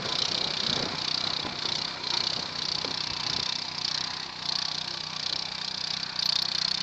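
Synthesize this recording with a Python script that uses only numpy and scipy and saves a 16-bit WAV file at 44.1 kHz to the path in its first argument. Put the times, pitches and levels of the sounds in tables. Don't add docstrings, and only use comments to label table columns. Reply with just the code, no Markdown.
import sys
import numpy as np
from scipy import signal
from scipy.fft import rfft, irfft, next_fast_len
from scipy.io import wavfile
from scipy.ndimage import uniform_filter1d

SR = 44100
rng = np.random.default_rng(int(sys.argv[2]) if len(sys.argv) > 2 else 0)


def store_pcm(level_fs):
    pcm = np.round(np.clip(level_fs, -1, 1) * 32767).astype(np.int16)
    wavfile.write(sys.argv[1], SR, np.atleast_2d(pcm).T)


N = 300762

# frequency in Hz, relative spectral density in dB.
WIND_RUMBLE = [(30, -26), (70, -10), (130, -2.5), (250, -4), (400, -28)]
WIND_FLUTTER = [(200, -22), (320, -5.5), (600, -7.5), (1200, -16), (2200, -21)]
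CHASSIS_RUMBLE = [(25, -15.5), (50, -2.5), (100, -7), (250, -6.5), (600, 1.5), (1500, -42)]
# time in seconds, rumble and flutter levels in dB.
BREEZE = [(0, -44.5, -41.5), (1.1, -61, -50.5), (1.8, -48.5, -48.5), (2.1, -70, -49), (2.6, -51.5, -49),
          (3.1, -52.5, -53), (3.6, -57.5, -55), (5.5, -59.5, -56.5)]
# start and length in seconds, rumble and flutter levels in dB at full swell.
GUSTS = [(-.02, 0.039, -49, -63), (0.253, 0.25, -49, -48), (0.582, 0.11, -43, -52),
         (0.66, 0.24, -43.5, -41), (1.16, 0.16, -51.5, -50), (1.39, 0.062, -41, -49),
         (1.615, 0.11, -62, -56), (2.108, 0.11, -50, -55), (2.29, 0.12, -52.5, -74),
         (2.648, 0.18, -60, -54), (2.846, 0.04, -56, -56), (3.2, 0.17, -47, -49.5),
         (5.256, 0.096, -64, -51)]
# start in seconds, peak in dB, centre in Hz, decay time in seconds.
THUMPS = [(0.05, -25, 343, 0.0029), (0.722, -29, 203, 0.009), (0.777, -24, 800, 0.005),
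          (0.832, -23.5, 252, 0.0034), (0.862, -27, 300, 0.0061), (0.936, -28, 151, 0.013),
          (1.451, -29, 283, 0.0071), (1.465, -23, 290, 0.0052), (1.468, -24, 810, 0.0039),
          (1.651, -24, 346, 0.0028), (2.321, -27.5, 560, 0.0057), (2.369, -31.5, 188, 0.0087),
          (2.39, -30.5, 160, 0.012), (2.847, -20, 454, 0.0042), (2.858, -31, 268, 0.012),
          (2.886, -33, 170, 0.0067), (2.906, -30, 268, 0.0078), (2.914, -36, 245, 0.005),
          (3.114, -38, 50, 0.0078), (3.387, -29, 350, 0.0058)]
# centre in seconds, levels in dB near 10 kHz and 13.5 kHz,
# half length in seconds.
TICKS = [(2.112, -66, -99, .005), (2.179, -59, -67, .005), (2.637, -64, -74, 0.0052),
         (2.757, -67, -74, 0.0035), (3.949, -65, -71, 0.0052), (4.204, -68, -85, .005),
         (4.462, -64, -72, .005), (4.585, -66, -99, 0.012), (4.879, -63, -78, 0.0036),
         (5.715, -61, -74, 0.003), (5.88, -64, -79, 0.0062), (5.943, -64, -80, .005),
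         (6.218, -63, -80, 0.0058), (6.261, -80, -52, .016), (6.294, -60, -71, 0.0052),
         (6.32, -67, -75, .005), (6.359, -56, -58, .004), (6.426, -51, -46, 0.0028),
         (6.55, -59, -75, 0.0042), (6.587, -58, -59, .005), (6.713, -58, -70, 0.006)]

# frequency in Hz, bandwidth of one filter stage in Hz, relative gain in dB.
AIR_MODES = [(4100, 1480, 10.5), (4610, 750, 6), (5600, 1400, -16), (7300, 330, -35)]
BLOCK_MODES = [(328, 250, -19.5), (520, 400, -6.5), (806, 620, 0), (1080, 440, -5.5), (1402, 720, 3),
               (2341, 230, 4), (2330, 1250, -3), (2627, 210, -7)]
TIN_MODES = [(348.3, 12, 1), (593, 26, -10), (717, 66, -2.5), (866, 98, -3.5), (933, 37, -0.5),
             (1013.6, 40.5, 1.5), (1147.4, 47, -2)]
SHELL_MODES = [(1630, 840, 7), (2260, 810, 4.5)]
BAFFLE_MODES = [(3050, 170, -9), (3420, 150, -7.5), (3664, 170, -1), (3985, 310, -2.5), (4156, 130, 1.5),
                (4525, 240, 3), (4883, 200, 2.5), (5300, 200, -2.5), (5903, 160, -9)]
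VALVE_SNAP_MODES = [(2280, 1300, -2.5), (3620, 620, 5.5), (5500, 950, 1)]
JET_LOW_MODES = [(2880, 210, 0), (3085, 120, -1.5), (3526, 580, 5.5)]
JET_MID_MODES = [(3606, 380, 0.5), (4023, 530, 4.5), (4335, 420, 2.5), (4580, 770, 1.5), (4620, 540, 2)]
JET_HIGH_MODES = [(4930, 490, -3.5), (5296, 390, -3.5), (5560, 620, -7.5), (6400, 500, -13),
                  (9600, 1460, -11)]

# time in seconds, then relative levels in dB of
BALANCE = [(0, -43, -36, -38, 1.5, 5), (.45, -44.5, -38.5, -39, -2, -9.5), (.85, -45, -37.5, -38, -7, -4),
           (1.3, -43, -40, -38.5, -6.5, -11.5), (1.85, -43, -39, -40.5, -5.5, -8.5),
           (2.35, -46.5, -39.5, -40, -7.5, -11.5), (2.85, -45.5, -40.5, -39, -7.5, -7.5),
           (3.3, -47.5, -42, -37.5, -8.5, -5.5), (3.65, -48, -41.5, -41, -26, -12.5),
           (4.0, -45.5, -42.5, -39.5, -11.5, -9), (4.5, -48, -41.5, -42, -14.5, -9.5),
           (5.1, -45, -42, -41.5, -6.5, -8), (5.7, -49, -42, -41, -9.5, -6.5),
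           (6.3, -46, -43.5, -41.5, -18, -16), (6.82, -50, -42.5, -39, -17, -7)]
# time in seconds, then gains in dB of
# the modes near 350, 720, 930, 1010, 1150 and 2630 Hz.
PANEL_FACING = [(0, 0, 0.5, -4, 1, 3.5, 4), (1.4, -3, 0.97, -3, 0.5, -3, 2.5),
                (2.15, 1, 0.62, 4, -0.5, -7.5, -5), (2.6, 0.5, 1, 0.5, 0, -6, 2),
                (3.2, 0.5, -1.5, -2, 6, -4, 9.5), (4.1, 4, -1.8, -3, 2, -1, 6),
                (4.9, 1, 0, -1.5, -1.5, 5, -9), (5.6, -6, -1, -2.5, -2.5, 5.5, -1.5),
                (6.82, 3, 0.22, -0.5, 0, 3, -5)]
# time in seconds, gains in dB near 4, 4.3 and 4.6 kHz.
OUTLET_FACING = [(0, 8.5, 4.3, 3.5), (1.0, 6, -1.2, 6.7), (2.2, 2.5, 6, -1), (3.0, 0.5, 2.5, 6),
                 (3.6, -6.5, 2.2, -3.5), (4.1, 0, -1.5, 4), (4.7, -5.5, 6.2, -5.5), (5.3, 3, -2, 7),
                 (5.9, -4, -4.5, 4.5), (6.3, -11, 8, 6.5), (6.82, -6, 8.5, -6)]
# time in seconds, delay in milliseconds, reflection coefficient.
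GROUND_ECHO = [(0, 0.88, 0.08), (1.8, 0.87, 0.26), (3.5, 0.95, 0.3), (4.4, 0.97, 0.5), (5.2, 1.11, 0.16),
               (6.1, 1.06, 0.32), (6.82, 1, 0.32)]
# start in seconds, peak in dB relative to the steady clatter.
CLOD_KNOCKS = [(2.12, 8), (3.96, -0.5), (4.51, 7), (5.18, -0.5), (5.29, 0)]
# time in seconds, level in dB relative to their common part.
STEREO_WIDTH = [(0, -22.5), (4.0, -25), (5.0, -31), (6.82, -49.5)]

# time in seconds, count of firings so far.
CRANK_PACE = [(-0.02, -0.28), (0.6, 19.26), (1.5, 47.84), (2.4, 76.78), (3.3, 105.07), (4.2, 133.5),
              (5.1, 161.94), (6.0, 190.93), (6.85, 218.13)]
# start in seconds, relative puff level in dB at open throttle, seconds
# until the throttle starts closing, firings lost to drag, seconds the throttle takes to open.
BITES = [(-0.044,-33.5,0.47,0.238,0.26), (0.48,-31.5,0.18,0.097,0.28), (0.902,-34,0.37,0.18,0.17),
         (1.486,-31,0.19,0.465,0.28), (1.98,-30.5,0.26,0.575,0.15), (2.47,-33,0.21,0.199,0.21),
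         (2.78,-37,0.31,0.044,0.2), (3.113,-31.5,0.38,0.289,0.27), (3.664,-29.5,0.23,0.349,0.26),
         (4.019,-37.5,0.078,0,.23), (4.334,-32,0.22,0.288,0.2), (4.66,-38,0.32,0.137,0.15),
         (5.091,-33,0.19,0.413,0.23), (5.439,-36,0.17,0.298,0.25), (5.684,-32.5,0.21,0.309,0.27),
         (6.093,-27,0.23,0.465,.23), (6.431,-29.5,0.25,0.346,0.23)]
# multiple of the firing rate, nominal levels in dB at start and end.
EXHAUST_ORDERS = [(2, -68, -67.5), (3, -56, -61.5), (4, -63.5, -65), (5, -51, -53), (6, -58, -54.5),
                  (7, -58, -83.5), (8, -54, -62.5), (9, -59.5, -67.5), (10, -60.5, -68.5), (11, -64, -71.5),
                  (12, -61, -73.5)]
# time in seconds, level in dB relative to a typical firing.
SET_FIRINGS = [(0.225, 2.5), (1.085, 3), (3.885, 0), (4.623, 2), (5.941, 0.5), (6.328, -1), (6.589, -1.5)]

CONTROL_STEP = 64
GUST_RISE_S, GUST_FALL_S = 0.094, 0.047
KNOCK_FALL_S, SOIL_CUTOFF_HZ = 0.044, 2750
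DRAG_LEAD_S, DRAG_S = 0.031, 0.347
IDLE_DB, THROTTLE_FALL_S = -70.5, 0.2
OVERLOAD = 0.34


def amp(db):
    return 10 ** (np.asarray(db) / 20)


def unit_rms(x):
    return x / np.sqrt(np.mean(x ** 2) + 1e-20)


def curves(rows):
    times, *columns = np.transpose(rows)
    return [np.interp(np.arange(N) / SR, times, column) for column in columns]


def since(starts):
    return np.arange(0, N + CONTROL_STEP, CONTROL_STEP) / SR - np.asarray(starts)[:, None]


def full_rate(slow):
    return np.interp(np.arange(N) / CONTROL_STEP, np.arange(len(slow)), slow)


def ease(u):
    u = np.clip(u, 0, 1)
    return u * u * (3 - 2 * u)


def decay(start_s, fall_s):
    age = np.arange(N) / SR - start_s
    return (age > 0) * np.exp(-np.abs(age) / fall_s)


def drift(hz):
    r = np.exp(-2 * np.pi * hz / SR)
    return unit_rms(signal.lfilter([1], [1, -2 * r, r * r], rng.standard_normal(N + SR))[SR:])


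def coloured(spectrum):
    hz, level_db = np.transpose(spectrum)
    size = next_fast_len(N)
    bins = np.maximum(np.fft.rfftfreq(size, 1 / SR), 1)
    shape = amp(np.interp(np.log(bins), np.log(hz), level_db, right=-99))
    return unit_rms(irfft(rfft(rng.standard_normal(size)) * shape, size)[:N])


def resonance(x, hz, width_hz):
    r = np.exp(-np.pi * width_hz / SR)
    b = [(1 - r * r) / 2, 0, (r * r - 1) / 2]
    a = [1, -2 * r * np.cos(2 * np.pi * hz / SR), r * r]
    return signal.lfilter(b, a, signal.lfilter(b, a, x))


def ring(modes, drive, firing, spread_db, memory, trims_db=None):
    chance = rng.standard_normal((firing[-1] + 1, len(modes)))
    shares = amp(spread_db * signal.lfilter([np.sqrt(1 - memory ** 2)], [1, -memory], chance, axis=0))
    shares /= np.sqrt(np.mean(shares ** 2, axis=1, keepdims=True))
    response = 0
    for (hz, width_hz, db), share, trim_db in zip(modes, shares.T, trims_db or [0] * len(modes)):
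        force = rng.standard_normal(N) * drive * share[firing]
        response += amp(db + trim_db) * resonance(force, hz, width_hz)
    return unit_rms(response)


def thump(start_s, hz, fall_s):
    swing = np.cos(2 * np.pi * hz * (np.arange(N) / SR - start_s))
    push = decay(start_s, fall_s) * (swing + 0.45 * rng.standard_normal(N))
    pressure = resonance(push + 1e-18, hz, width_hz=4.9 * hz)
    return pressure / np.max(np.abs(pressure))


def wind():
    lumps = amp(2.0 * drift(40))
    start, length, *gusts_db = np.transpose(GUSTS)
    age = since(start)
    swell = ease(age / GUST_RISE_S) * np.exp(-np.maximum(age - length[:, None], 0) / GUST_FALL_S)
    pressure = sum(amp(db) * thump(s, hz, fall_s) for s, db, hz, fall_s in THUMPS)
    for spectrum, breeze_db, gust_db in zip((WIND_RUMBLE, WIND_FLUTTER), curves(BREEZE), gusts_db):
        strength = amp(breeze_db) + full_rate(amp(gust_db) @ swell)
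        pressure += strength * unit_rms(coloured(spectrum) * lumps)
    return pressure


def ticks():
    centre, lower_db, upper_db, half_length = np.transpose(TICKS)
    envelopes = np.exp(-(since(centre) / half_length[:, None]) ** 2)
    flicker = 0
    for edges_hz, db in [([8600, 11200], lower_db), ([12000, 14900], upper_db)]:
        band = signal.butter(7, edges_hz, "band", fs=SR, output="sos")
        noise = unit_rms(signal.sosfilt(band, rng.standard_normal(N)))
        flicker += full_rate(amp(db) @ envelopes) * noise
    return flicker


def over_soil(direct):
    delay_ms, reflection = curves(GROUND_ECHO)
    dull = signal.sosfilt(signal.butter(2, SOIL_CUTOFF_HZ, fs=SR, output="sos"), direct)
    samples = np.arange(N)
    return direct + reflection * np.interp(samples - delay_ms * SR / 1000, samples, dull)


def air_hiss(cycles):
    return ring(AIR_MODES, amp(1.85 * drift(78)), cycles.astype(int), spread_db=-0.1, memory=0.34)


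def crank_cycles():
    start, _, _, lost, _ = np.transpose(BITES)
    behind = lost @ ease(since(start - DRAG_LEAD_S) / DRAG_S)
    cycles = curves(CRANK_PACE)[0] - full_rate(behind)
    padded = np.pad(cycles, 4000, mode="reflect", reflect_type="odd")
    return uniform_filter1d(padded, size=3001)[4000:-4000]


def throttle_db():
    start, open_db, hold, _, rise = np.transpose(BITES)
    age = since(start)
    closing = np.exp(-(np.maximum(age - hold[:, None], 0) / THROTTLE_FALL_S) ** 2)
    opening = ease(age / rise[:, None]) * closing
    return full_rate(20 * np.log10(amp(IDLE_DB) + amp(open_db) @ opening))


def pulse(cycles, rise, hold, fall):
    phase = cycles % 1
    return np.clip(phase / rise, 0, 1) * np.exp(-np.maximum(phase - hold, 0) / fall)


def clatter(cycles, tin_db, block_db):
    firing = cycles.astype(int)
    taps = amp(2.0 * drift(420)) * (0.82 + 0.5 * pulse(cycles + 0.088, rise=0.031, hold=0.24, fall=0.11))
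    db_350, db_720, db_930, db_1010, db_1150, db_2630 = curves(PANEL_FACING)
    block = ring(BLOCK_MODES, taps, firing, spread_db=2.0, memory=0.75, trims_db=[0] * 7 + [db_2630])
    tin = ring(TIN_MODES, taps, firing, spread_db=2.6, memory=0.75,
               trims_db=[db_350, 0, db_720, 0, db_930, db_1010, db_1150])
    knocks = 1 + sum((amp(db) - 1) * decay(s, KNOCK_FALL_S) for s, db in CLOD_KNOCKS)
    return (amp(block_db) * block + amp(tin_db) * tin) * knocks


def exhaust_tone(cycles, load_db):
    progress = np.arange(N) / N
    tone = 0
    for order, start_db, end_db in EXHAUST_ORDERS:
        level_db = start_db + (end_db - start_db) * progress + 0.23 * order * drift(4.9)
        lag_rad = np.exp(-((order - 6.2) / 0.86) ** 2)
        tone -= amp(level_db) * np.cos(2 * np.pi * order * cycles - lag_rad)
    return np.sqrt(2) * amp(0.8 * drift(6.0) + 0.12 * load_db) * tone


def even_out(jet, flow, cycles, evenness=0.35):
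    puff = (cycles + 0.1).astype(int)
    efficiency = np.bincount(puff, jet ** 2) / (np.bincount(puff, flow ** 2) + 1e-9) + 1e-9
    return jet * ((np.mean(efficiency) / efficiency) ** (evenness / 2))[puff]


def exhaust_puffs(cycles, load_db, low_db, high_db):
    firing = cycles.astype(int)
    jittered = cycles + 0.0066 * rng.standard_normal(firing[-1] + 1)[firing]
    uneven_db = 0.8 * rng.standard_normal(firing[-1] + 1)
    for s, db in SET_FIRINGS:
        uneven_db[firing[int(s * SR)]] = db
    strength = amp(uneven_db)[firing]
    ragged = amp(1.2 * drift(300))
    flow = strength * ragged * pulse(jittered + 0.021, rise=0.031, hold=0.2, fall=0.098)
    flow *= 1 + 0.26 * np.exp(-((cycles + 0.034) % 1) / 0.044)
    db_4000, db_4300, db_4600 = curves(OUTLET_FACING)
    bands = [(JET_MID_MODES, 0, [0, db_4000, db_4300, 0, db_4600]),
             (JET_LOW_MODES, low_db - 0.14 * load_db, None),
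             (JET_HIGH_MODES, high_db - 0.047 * load_db, None),
             (SHELL_MODES, -16 - 0.73 * load_db, None)]
    jet = sum(amp(db) * ring(modes, flow, firing, spread_db=3.4, memory=0.4, trims_db=trims)
              for modes, db, trims in bands)
    jet += amp(-5) * ring(BAFFLE_MODES, flow, firing, spread_db=6.0, memory=0.3)
    snap = strength * pulse(jittered + 0.029, rise=0.01, hold=0.024, fall=0.07)
    jet += amp(-12) * ring(VALVE_SNAP_MODES, snap, firing, spread_db=3.5, memory=0.3)
    return even_out(jet, flow, cycles)


def scene():
    cycles, puff_db = crank_cycles(), throttle_db()
    load_db = puff_db - np.mean(puff_db)
    tin_db, hiss_db, block_db, low_db, high_db = curves(BALANCE)
    hiss = amp(hiss_db + 0.18 * load_db) * air_hiss(cycles)
    puffs = amp(puff_db) * exhaust_puffs(cycles, load_db, low_db, high_db)
    tone = exhaust_tone(cycles, load_db)
    structure = amp(-2.5) * clatter(cycles, tin_db, block_db) + amp(-58) * coloured(CHASSIS_RUMBLE)
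    mix = tone + puffs + hiss + over_soil(structure) + wind()
    rounded = OVERLOAD * np.tanh(mix / OVERLOAD)
    mid = signal.sosfilt(signal.cheby2(8, 50, 9600, fs=SR, output="sos"), rounded) + ticks()
    side = amp(curves(STEREO_WIDTH)[0] + 0.65 * drift(3.8)) * np.roll(mid, 90) * drift(35)
    return np.array([mid + side, mid - side])


def record(dry):
    return signal.sosfilt(signal.cheby2(14, 40, 15200, fs=SR, output="sos"), dry)


dry = scene()
out = record(dry)
store_pcm(out)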